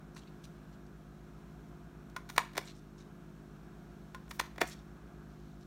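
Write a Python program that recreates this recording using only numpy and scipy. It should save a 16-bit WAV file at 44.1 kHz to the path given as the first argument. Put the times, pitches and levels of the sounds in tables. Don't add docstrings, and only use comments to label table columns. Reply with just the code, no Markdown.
import sys
import numpy as np
from scipy import signal
from scipy.fft import rfft, irfft, next_fast_len
from scipy.io import wavfile
from scipy.ndimage import map_coordinates

SR = 44100
rng = np.random.default_rng(int(sys.argv[2]) if len(sys.argv) > 2 else 0)


def dump_mix(stems):
    frames = np.atleast_2d(stems).T
    limited = np.clip(frames, -1, 1)
    pcm = np.round(limited * 32767).astype(np.int16)
    wavfile.write(sys.argv[1], SR, pcm)


N = 249870

# pitch in Hz, relative level in dB, time to fade by 60 dB in s.
STEEL_TONES = [(1040, -1, .07), (1300, -14, .07), (1448, 0, .056), (2150, -17, .045), (3450, -24, .05),
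               (5740, -25, .04), (7990, -30, .04), (9600, -30, .045)]
# centre in Hz, width in Hz, relative level in dB.
SHEET_BOOM = [(230, 80, -6), (360, 100, 0), (550, 130, -1), (715, 120, -1)]
# centre in Hz, width in Hz, relative level in dB.
CLICK_BODY = [(1110, 970, -7), (1870, 400, 4), (2310, 448, 1), (3060, 160, -7), (3470, 265, -5.5),
              (4240, 160, -12.5), (4490, 230, -11.5)]
# frequency in Hz, relative level in dB.
CLICK_TREBLE = [(2060, -23), (3500, -2.5), (4740, -2.5), (7020, -7), (7930, -16), (9260, -5.5),
                (9690, -14.5), (14900, -13.5), (16300, -22.5)]
# centre in Hz, width in Hz, relative level in dB.
JAW_KNOCK = [(990, 206, 0)]
# time of the peak in s, peak of the click in dB, treble against the body in dB, rise in ms.
LANDINGS = [(0.166, -43.5, -18, 2.9), (2.1639, -28.5, -5, 0.46), (4.1467, -34, -7, 0.32)]
BITES = [(2.099, -56, 13, 1.1), (2.291, -41, 3, 1.4), (2.3, -35.5, 0.5, 2.7), (2.364, -33, -1, 2.4),
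         (4.279, -52, -12, 1.3), (4.312, -33.5, -4, 3)]
SHEARS = [(2.380, -9, -12, 0.86), (4.399, -18.5, -5, 3.7)]
RETURNS = [(2.534, -50, -1, 1.2), (2.553, -41.5, -9, 1.4), (2.558, -41, -8, 2), (2.569, -31, -6, 0.72),
           (2.5783, -21, -3, 0.73), (4.411, -33.5, -6, 1.2), (4.5603, -48, -7, 1), (4.5807, -33, -22, 0.49),
           (4.611, -28.5, -8, 4), (4.615, -15.5, -8, 1.2), (4.624, -34, -8, 1.5)]
# its contacts, paper thud in dB, jaw knock in dB,
# ring in dB before the loss below, fall in ms.
STAGE_SETTINGS = [(LANDINGS, -44, -5, -5.5, 4.9), (BITES, -25, -3.5, -1.5, 4.5),
                  (SHEARS, -29, -1.1, -19, 3.75), (RETURNS, -5, -8.5, -23, 4.3)]
RING_LOSS_DB_PER_MS = 6.5


def punch():
    out = np.zeros(N)
    t = np.arange(-SR // 50, SR // 6) / SR
    for contacts, thud_db, jaw_db, ring_db, fall_ms in STAGE_SETTINGS:
        for peak_s, peak_db, treble_db, rise_ms in contacts:
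            side_ms = np.where(t < 0, rise_ms, fall_ms)
            envelope = np.sqrt(np.exp(-np.abs(1000 * t / side_ms) ** 1.7))
            click = steel_click(envelope, jaw_db, treble_db)
            ring = amp(ring_db - RING_LOSS_DB_PER_MS * rise_ms) * steel_ring(t)
            jolt = filtered(burst(envelope), resonances(SHEET_BOOM))
            thud = amp(thud_db) * jolt / np.abs(jolt).max()
            contact = amp(peak_db) * (click + ring + thud)
            add(out, peak_s + t[0], surroundings(contact, wet_db=-14.5))
    return out


def steel_click(envelope, jaw_db, treble_db):
    push = burst(envelope)
    body = unit(filtered(push, resonances(CLICK_BODY)))
    knock = unit(filtered(push, resonances(JAW_KNOCK)))
    treble = unit(filtered(burst(envelope), lambda hz: amp(along(CLICK_TREBLE, hz))))
    click = body + amp(jaw_db) * knock + amp(treble_db) * treble
    return click / np.abs(click).max()


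def steel_ring(t):
    after = np.maximum(t, 0)
    ring = np.zeros(len(t))
    for hz, level_db, fade_s in STEEL_TONES:
        tone_db = level_db + rng.normal(0, 1.2) - 60 * after / fade_s
        ring += amp(tone_db) * np.sin(2 * np.pi * hz * after)
    return ring


# start in s, length in s, level in dB before the fades, centre in Hz.
PAPER_RUBS = [(0.143, 0.024, -68, 5800), (0.158, 0.045, -58.5, 3970), (0.209, 0.035, -67, 3320),
              (0.27, 0.021, -65, 2900), (0.434, 0.028, -56, 3940), (0.723, 0.029, -70, 3950),
              (0.864, 0.01, -71, 4940), (2.645, 0.034, -61, 5000), (2.662, 0.064, -54.5, 2940),
              (2.74, 0.062, -69, 5500), (2.973, 0.061, -65, 4270), (4.287, 0.04, -65, 7940),
              (4.647, .045, -61, 4000), (4.666, 0.041, -53.5, 6200), (4.7, 0.046, -53, 3600),
              (4.743, 0.072, -71.5, 4400), (5.251, 0.35, -77, 4180), (5.602, 0.041, -70.5, 4350)]
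RUB_OCTAVES, WIDER_OCTAVES_PER_DB = 0.67, 0.018
CREAK_LEAD_S, CREAK_S, CREAK_DB, CREAK_HZ, CREAK_OCTAVES = 0.076, 0.066, -63.5, 7350, 3.1


def paper():
    out = np.zeros(N)
    for start_s, length_s, db, centre_hz in PAPER_RUBS:
        octaves = RUB_OCTAVES + WIDER_OCTAVES_PER_DB * (db + 65)
        rub = amp(db) * paper_stroke(length_s, centre_hz, octaves)
        add(out, start_s, surroundings(rub, wet_db=-13.0))
    for shear_s, *_ in SHEARS:
        creak = amp(CREAK_DB) * paper_stroke(CREAK_S, CREAK_HZ, CREAK_OCTAVES)
        add(out, shear_s - CREAK_LEAD_S, surroundings(creak, wet_db=-13.0))
    return out


def paper_stroke(length_s, centre_hz, octaves):
    u = np.linspace(0, 1, round(length_s * SR))
    bands_db = 3 * rng.standard_normal(60)

    def colour(hz):
        distance = np.log2((hz + 1) / centre_hz) / octaves
        return np.exp(-0.5 * distance ** 2) * amp(np.interp(hz / 300, np.arange(len(bands_db)), bands_db))

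    grains = amp(4 * noise(len(u), lambda hz: hz < 300))
    fades = np.clip(u / 0.2, 0, 1) * np.clip((1 - u) / 0.25, 0, 1)
    return fades * unit(grains * noise(len(u), colour))


SLOW_HZ, FAST_HZ, MAINS_HZ = 51.075, 58.92, 59.99
# order (multiple of the turning speed), level in dB.
SLOW_ORDERS = [(1, -59), (3, -57.5), (4, -59.5), (5, -65), (6, -69.5), (7, -75)]
# order, level in dB.
FAST_ORDERS = [(3, -82), (5, -73.5), (6, -64), (7, -74.5), (12, -91.5)]
# time in s, level in dB.
FAST_ROOT_LEVELS = [(0, -65), (1.0, -60.5), (1.5, -58.5), (2.1, -60), (2.55, -74), (3.3, -68), (3.9, -65),
                    (4.3, -58), (5.67, -58.5)]
# order (multiple of the mains frequency), level in dB.
MAINS_ORDERS = [(2, -68), (4, -82.5)]


def motors():
    time_s, root_db = np.transpose(FAST_ROOT_LEVELS)
    swell = amp(np.interp(np.arange(N) / SR, time_s, root_db))
    fast_root = swell * orders([(1, 0)], FAST_HZ, 0.0051, shaky_db=0.6)
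    slow = orders(SLOW_ORDERS, SLOW_HZ, 0.0132, shaky_db=0.8)
    fast = orders(FAST_ORDERS, FAST_HZ, 0, shaky_db=0.14)
    buzz = orders(MAINS_ORDERS, MAINS_HZ, 0, shaky_db=0.0)
    return fast_root + slow + fast + buzz


def orders(table, hz, first_s, shaky_db):
    turn = 2 * np.pi * hz * (np.arange(N) / SR - first_s) + 0.17 * wobble(1.45)
    total = np.zeros(N)
    for order, db in table:
        level = np.sqrt(2) * amp(db + shaky_db * wobble(4.41))
        total += level * np.cos(order * turn)
    return total


# frequency in Hz, relative level in dB.
RUSH_COLOUR = [(15, -34), (25, -13), (59, -8), (97, -9), (133, -7.5), (165, -3.5), (295, -7), (400, -14),
               (480, -14), (800, -17.5), (1300, -15), (1650, -17), (1800, -24.5), (2600, -29.5),
               (5000, -120)]
# centre in Hz, width in Hz, strength in dB.
DUCT_RESONANCES = [(172, 9, 9), (410, 25, 4), (700, 60, 4)]
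# frequency in Hz, relative level in dB.
HISS_COLOUR = [(1060, -32), (1800, -24), (2200, -3), (2580, -3), (2800, -0.5), (3840, -1.5), (4790, -3.5),
               (6310, -5), (10300, -11.5), (11300, -10.5), (14600, -12), (15700, -13), (16300, -36)]


def air():
    def ducts(hz):
        return 1 + sum(amp(db) * peak(hz, centre, width) for centre, width, db in DUCT_RESONANCES)

    rush = noise(N, lambda hz: amp(along(RUSH_COLOUR, hz)) * ducts(hz))
    hiss = noise(N, lambda hz: amp(along(HISS_COLOUR, hz)))
    return amp(-57.5 + 0.9 * wobble(2.91)) * rush + amp(-73.5 + 0.5 * wobble(3.17)) * hiss


def surroundings(dry, wet_db):
    heard = amp(wet_db) * room(dry)
    add(heard, 0, dry)
    add(heard, 0.0021, amp(-21.0) * dry)
    add(heard, 0.0105, amp(-17.5) * dry)
    return heard


# frequency in Hz, time to fade by 60 dB in s.
ROOM_FADE = [(300, 0.15), (1000, 0.28), (3000, 0.37), (8000, 0.26), (15000, 0.31)]
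# frequency in Hz, relative level in dB.
WALL_COLOUR = [(200, 6), (600, 1), (1000, 2), (3000, -2), (7000, 0.5), (15000, -2.5)]


def room(x):
    hz, t, grid = signal.stft(rng.standard_normal(SR // 2), SR, nperseg=256)
    fade_db = along(WALL_COLOUR, hz)[:, None] - 60 * t / along(ROOM_FADE, hz)[:, None]
    tail = signal.istft(grid * amp(fade_db), SR, nperseg=256)[1]
    tail = tail * amp(1.8 * noise(len(tail), lambda f: f < 150))
    echoes = signal.fftconvolve(x, tail / np.linalg.norm(tail))
    return np.pad(echoes, (round(0.009 * SR), 0))


def burst(envelope):
    x = envelope * rng.standard_normal(len(envelope))
    spectrum = rfft(x)
    even = irfft(spectrum / (np.abs(spectrum) + 1e-9), len(x))
    return envelope * even


def amp(db):
    return 10 ** (np.asarray(db) / 20)


def unit(x):
    return x / np.sqrt(np.mean(x ** 2) + 1e-20)


def along(points, hz):
    point_hz, values = np.transpose(points)
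    return np.interp(np.log(hz + 1), np.log(point_hz + 1), values)


def filtered(x, response):
    m = next_fast_len(x.shape[-1] + 8192)
    spectrum = rfft(x, m) * response(np.fft.rfftfreq(m, 1 / SR))
    return irfft(spectrum, m)[..., :x.shape[-1]]


def noise(length, response):
    return unit(filtered(rng.standard_normal(length), response))


def wobble(rate):
    points = rng.standard_normal(int(N * rate / SR) + 4)
    return map_coordinates(points, [np.arange(N) * rate / SR])


def peak(hz, centre, width):
    return 1 / (1 + ((hz - centre) / width * 2) ** 2)


def resonances(modes):
    def response(f):
        total = 0
        for k, (centre, width, db) in enumerate(modes):
            damping = 1j * f * width
            total = total + (-1) ** k * amp(db) * damping / (centre * centre - f * f + damping)
        return total
    return response


def add(track, s, piece):
    part = track[round(s * SR):][:len(piece)]
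    part += piece[:len(part)]


def scene():
    return (punch() + paper() + motors() + air())[None]


# centre in Hz, width in Hz, boost or cut in dB.
MIC_HOUSING = [(4810, 350, -5), (5670, 390, 1.5), (10500, 280, -9.5)]
TOP_HZ = 15950


def record(dry):
    def microphone(hz):
        housing_db = sum(db * peak(hz, centre, width) for centre, width, db in MIC_HOUSING)
        return amp(housing_db) / (1 + (40 / (hz + 1)) ** 5)

    heard = filtered(dry, microphone)
    return filtered(heard, lambda hz: np.where(hz < TOP_HZ, 1, amp(-22) * (hz < TOP_HZ + 520)))


dry = scene()
out = record(dry)
dump_mix(out)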